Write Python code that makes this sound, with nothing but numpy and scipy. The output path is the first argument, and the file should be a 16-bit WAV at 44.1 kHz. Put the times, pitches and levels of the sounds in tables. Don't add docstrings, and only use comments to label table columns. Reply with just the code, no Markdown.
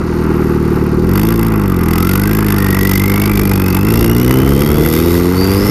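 import sys
import numpy as np
from scipy import signal
from scipy.fft import rfft, irfft, next_fast_len
from scipy.io import wavfile
from scipy.ndimage import uniform_filter1d, map_coordinates

SR = 44100
rng = np.random.default_rng(int(sys.argv[2]) if len(sys.argv) > 2 else 0)


def bounce(signal):
    frames = np.transpose(np.atleast_2d(signal))
    limited = np.clip(frames, -1, 1)
    pcm = np.round(limited * 32767).astype(np.int16)
    wavfile.write(sys.argv[1], SR, pcm)


def makeup_ratio(level_db):
    decades = np.asarray(level_db, float) / 20
    return 10 ** decades


N = 251370

# (time [s], puff level [dB])
THROTTLE = [(0, -48), (.22, -42.5), (1.03, -43), (1.15, -31.5), (1.18, -26), (1.36, -30), (1.64, -33),
            (1.85, -29.5), (1.9, -27), (2.1, -23.5), (2.5, -26), (2.95, -23), (4.21, -25.5), (4.48, -26.5),
            (4.72, -23.5), (5.0, -23.5), (5.3, -30.5), (5.7, -23.5)]


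def unit(x):
    return x / np.sqrt(np.mean(x ** 2) + 1e-20)


def steady(x, span_s):
    power = np.abs(uniform_filter1d(x ** 2, size=int(span_s * SR)))
    return x / np.sqrt(power + 1e-12)


def curves(rows):
    s, *cols = np.transpose(rows)
    return [np.interp(np.arange(N) / SR, s, c) for c in cols]


def wobble(rate):
    knots = rng.standard_normal(int(N * rate / SR) + 4)
    return map_coordinates(knots, [np.arange(N) * rate / SR])


def filtered(x, response):
    m = next_fast_len(N + SR // 2)
    return irfft(rfft(x, m) * response(np.fft.rfftfreq(m, 1 / SR)), m)[..., :N]


def band(x, order, edges_hz):
    return signal.sosfilt(signal.butter(order, edges_hz, "band", fs=SR, output="sos"), x)


def mode(hz, centre, width, db):
    return makeup_ratio(db) * 1j * hz * width / (centre * centre - hz * hz + 1j * hz * width)


def resonant(x, modes):
    return filtered(x, lambda hz: sum((-1) ** k * mode(hz, *m) for k, m in enumerate(modes)))


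def gain(points, hz):
    f, db = np.transpose(points)
    return makeup_ratio(np.interp(np.log(hz + 1), np.log(f), db))


def causal(x, points):
    cepstrum = irfft(np.log(gain(points, np.fft.rfftfreq(2 ** 15, 1 / SR)) + 1e-6))
    cepstrum[1:2 ** 14] *= 2
    cepstrum[2 ** 14 + 1:] = 0
    impulse = irfft(np.exp(rfft(cepstrum)))[:SR // 4]
    return signal.fftconvolve(x, impulse)[:N]


def revs():
    # (time [s], turns per second [Hz])
    crank_speed = [(0, 40.55), (.78, 37.34), (1, 38.36), (1.27, 56.76), (1.47, 55.8), (1.88, 39.73),
                   (2.33, 53.84), (2.67, 48.31), (2.93, 47.86), (3.29, 51.75), (3.76, 45.63), (3.91, 57.45),
                   (4.08, 56.82), (4.22, 61.82), (4.97, 79.97), (5.04, 85.33), (5.24, 87.45), (5.7, 103.08)]
    flywheel_s = .105
    return uniform_filter1d(curves(crank_speed)[0], size=int(flywheel_s * SR), mode="nearest")


def by_revs():
    # (turns per second [Hz], leak under the puffs [dB], intake [dB],
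    # upper orders [dB], silencer ring [dB])
    balance = [(39.5, -45, -50, -9, -10), (64, -16, -50.5, -3, -10.5), (67, -20, -44, 2.5, -10.5),
               (81.4, -3, -38, 7.5, -2), (101, -4, -34.5, 4, -22)]
    idle_db = (43, 7.5, -6, 5.5)
    idle = np.interp(curves(THROTTLE)[0], (-43, -33), (1, 0))
    hz, *cols = np.transpose(balance)
    return [np.interp(revs(), hz, c) + idle * db for c, db in zip(cols, idle_db)]


def each_turn(turn):
    return rng.standard_normal(N // 100)[np.floor(turn + 1.5).astype(int)]


def pulses(turn, delay_s, jitter_s, size):
    limp_s = .00008
    at = np.interp(np.arange(int(turn[-1]) + 1), turn, np.arange(N))
    delay = np.broadcast_to(delay_s, N)[at.astype(int)]
    limp = limp_s * (-1) ** np.arange(len(at))
    jitter = jitter_s * rng.standard_normal(N // 100)[:len(at)]
    at = at + SR * (delay + limp + jitter)
    index = np.clip(at.astype(int), 0, N - 1)
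    return np.bincount(index, size[index], N)


def alternation(turn):
    return np.cos(np.pi * np.round(turn))


def pipe_note(turn, pull, back_db):
    # (frequency [Hz], level [dB])
    pipe = [(15, -105), (40, -12.5), (56, -9), (100, -7), (150, -3), (195, -9), (260, -10), (330, -14),
            (400, -18), (500, -20.5), (570, -56.5), (900, -76)]
    # (frequency [Hz], level [dB])
    backwave = [(30, -37.5), (100, -0.5), (250, -2.5), (400, 2.5), (600, -5.5)]
    # (turns per second [Hz], round trip [s])
    trip = [(55, .0074), (85, .0061)]
    blow_s = .0066
    back_turn = .53
    trip_s = np.interp(revs(), *np.transpose(trip))
    echo_db = np.interp(pull, (0, 1), (-4.5, -15))
    late_db = np.interp(pull, (0, 1), (-14.5, -30))
    odd_turn = alternation(turn)
    blows = pulses(turn, blow_s, .00008, makeup_ratio(.7 * wobble(50) + .5 * odd_turn))
    echo = pulses(turn, blow_s + trip_s, .0001, makeup_ratio(echo_db + wobble(50) - odd_turn))
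    late = pulses(turn, blow_s + 2 * trip_s, .00015, makeup_ratio(late_db + 1.5 * wobble(50) + odd_turn))
    back = pulses(turn, blow_s + back_turn / revs(), .0001, makeup_ratio(back_db + wobble(50)))
    returns = filtered(late - echo + back, lambda hz: gain(backwave, hz))
    return -unit(causal((blows + returns)[::-1], pipe)[::-1])


def silencer_ring(turn):
    # (centre [Hz], width [Hz], level [dB])
    silencer = [(290, 630, -18), (345, 34.5, 0), (403.4, 47, -10), (496.4, 21, -10)]
    gulp_size = makeup_ratio(4.5 * alternation(turn) + 2 * wobble(40))
    gulps = pulses(turn - .15, 0, .0004, gulp_size) + .012 * rng.standard_normal(N)
    return band(resonant(gulps, silencer), 8, [200, 520])


def exhaust(turn):
    # (time [s], note level [dB], pull on the wheels [0-1], back pulse [dB])
    loading = [(0, -16, 0.14, -18), (.3, -11, 0.5, -16), (.9, -12, 0.2, -20), (1.1, -9.5, 0, -26),
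               (1.5, -11, 0, -14), (3.7, -11, 0.18, -4), (3.95, -10, 0.2, -10), (4.4, -9, 1, -1),
               (4.65, -11.5, 1, -28), (4.85, -11.5, 0.8, -31), (5, -10, 0.6, -30), (5.7, -11, 1, -29)]
    note_db, pull, back_db = curves(loading)
    bite_db, ring_db = by_revs()[2:]
    note = pipe_note(turn, pull, back_db)
    upper = filtered(note, lambda hz: 1 / (1 + (390 / (hz + 1)) ** 12))
    middle = filtered(note, lambda hz: 1 / (1 + (198 / (hz + 1)) ** 6))
    note = note + (makeup_ratio(bite_db) - 1) * upper + (makeup_ratio(7.5 * pull) - 1) * middle
    ring = makeup_ratio(ring_db) * steady(silencer_ring(turn), 0.29)
    return makeup_ratio(note_db) * steady(steady(note, 0.1) + ring, 0.16)


def puff_gate(turn):
    angle = turn - np.round(turn) + .01 + .02 * each_turn(turn)
    round_turn = .05
    away = np.hypot(angle, round_turn) - round_turn
    rise = makeup_ratio(-140 * away)
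    tail = makeup_ratio(-16 - 35 * angle) * np.clip(angle / .1, 0, 1)
    shape = np.where(angle < 0, rise, makeup_ratio(-105 * away) + tail)
    return steady(makeup_ratio(1.96 * each_turn(turn)) * shape, 0.26)


def tinwork(gate, puff_db):
    # (centre [Hz], width [Hz], level [dB])
    panels = [(657, 55, -1), (849, 91, 3), (1190, 220, 1.5), (1368, 170, 4), (1356, 170, 7),
              (1645, 140, -0.5), (1896, 178, -1), (2730, 440, -3.5)]
    low_pass = signal.butter(2, 1500, fs=SR, output="sos")
    hum = signal.sosfilt(low_pass, rng.standard_normal(N))
    knocks = makeup_ratio(puff_db + 32.5) * np.roll(gate, shift=-80) * rng.standard_normal(N)
    looseness = makeup_ratio(1.84 * wobble(150) + 1.3 * wobble(12))
    tin = resonant((3.27 * hum + knocks) * looseness, panels)
    return steady(band(tin, 3, [610, 3200]), 0.148)


def gas(turn):
    # (centre [Hz], width [Hz], level [dB])
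    hiss = [(2035, 97, 3.5), (3560, 530, -9), (4584, 143, -5), (5320, 370, -7), (6540, 280, -12.5),
            (7220, 390, -13), (9290, 630, -10), (11554, 426, -0.5), (13500, 1420, -7)]
    throttle_db, = curves(THROTTLE)
    puff_db = throttle_db + 1.77 * wobble(20)
    leak = makeup_ratio(by_revs()[0] + 4 * wobble(10))
    clatter_db = -24.5 + 0.13 * (throttle_db + 21) + wobble(8.6)
    gate = puff_gate(turn)
    gust = makeup_ratio(0.89 * wobble(700)) * rng.standard_normal((2, N))
    high = resonant((gate + leak) * gust[0], hiss[5:])
    low = resonant((gate ** .7 + leak + .04) * gust[1], hiss[:5])
    jet = steady(high + low, 0.063)
    return makeup_ratio(puff_db) * jet + makeup_ratio(clatter_db) * tinwork(gate, puff_db)


def intake(turn):
    # (frequency [Hz], density [dB per Hz])
    suction = [(1650, -31), (2800, 15), (3100, 15), (3300, 9), (3660, 16), (3980, 15), (4530, 18.5),
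               (4890, 15.5), (6140, 13), (7390, 8.5), (7750, -7), (9210, 16), (10000, 0), (11500, -38),
               (14500, -77)]
    level_db = by_revs()[1]
    swell = makeup_ratio(2 * np.cos(4 * np.pi * turn) + 2 * wobble(120))
    hiss = filtered(rng.standard_normal(N), lambda hz: gain(suction, hz))
    return makeup_ratio(level_db) * unit(swell * hiss)


def road():
    # (frequency [Hz], density [dB per Hz])
    spectrum = [(15, -45), (32, -9), (55, -3.5), (110, -6), (250, -15), (450, -11.5), (560, -20),
                (1500, -37.5), (4000, -120)]
    road_db, = curves([(2.9, -28.5), (4.45, -17)])
    rumble = filtered(rng.standard_normal(N), lambda hz: gain(spectrum, hz))
    return makeup_ratio(road_db) * unit(rumble * makeup_ratio(2.6 * wobble(7)))


def turbo(turn):
    # (time [s], shaft speed [Hz], whine level [dB])
    shaft = [(0, 800, -60), (.9, 930, -55), (1.5, 1115, -44), (1.9, 1215, -43), (2, 1285, -33),
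             (2.3, 1605, -38), (2.5, 1750, -44), (2.66, 1890, -37), (2.9, 2000, -33), (3.4, 2380, -43),
             (4, 2775, -40), (4.6, 3160, -41), (5.1, 3820, -40), (5.25, 4200, -52), (5.41, 4590, -34),
             (5.52, 4740, -41), (5.58, 5020, -34), (5.7, 5380, -31)]
    # (shaft speed [Hz], phase swing [rad])
    kick = [(1300, .7), (2100, 1.1), (4000, 1.25), (4700, .8), (5000, 2.1)]
    # (centre [Hz], width [Hz], level [dB])
    duct = [(1335, 420, 2), (2010, 540, 5.5), (4630, 120, 5)]
    shaft_hz, whine_db = curves(shaft)
    kick_rad = np.interp(shaft_hz, *np.transpose(kick))
    overtone_db = -2 - ((shaft_hz - 2830) / 70) ** 2
    crank = 2 * np.pi * turn
    spin = 2 * np.pi * np.cumsum(shaft_hz + 20 * wobble(60)) / SR
    phase = spin + kick_rad * np.sin(crank + .5)
    level = makeup_ratio(whine_db + 3 + 3 * wobble(90)) * (1 + .7 * np.cos(crank - 1.2))
    whine = level * (np.sin(phase) + makeup_ratio(overtone_db) * np.sin(2 * phase))
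    return whine + filtered(whine, lambda hz: sum(mode(hz, *m) for m in duct))


def scene():
    start_turn = .39
    turn = start_turn + np.cumsum(revs()) / SR
    mix = exhaust(turn) + gas(turn) + intake(turn) + road() + turbo(turn)
    return np.array([mix, mix])


def top_cut(x):
    return signal.sosfilt(signal.butter(12, 15740, fs=SR, output="sos"), x)


def record(dry):
    x = filtered(dry, lambda hz: 1 / (1 + (hz / 14820) ** 60))
    x = x / (1 + np.abs(x / .99) ** 8) ** (1 / 8)
    bright = signal.sosfilt(signal.butter(4, 600, "high", fs=SR, output="sos"), x[0])
    side = makeup_ratio(-15) * np.roll(bright, 90) * (wobble(30) > 1.1)
    return top_cut(x + np.array([side, -side]))


dry = scene()
out = record(dry)
bounce(out)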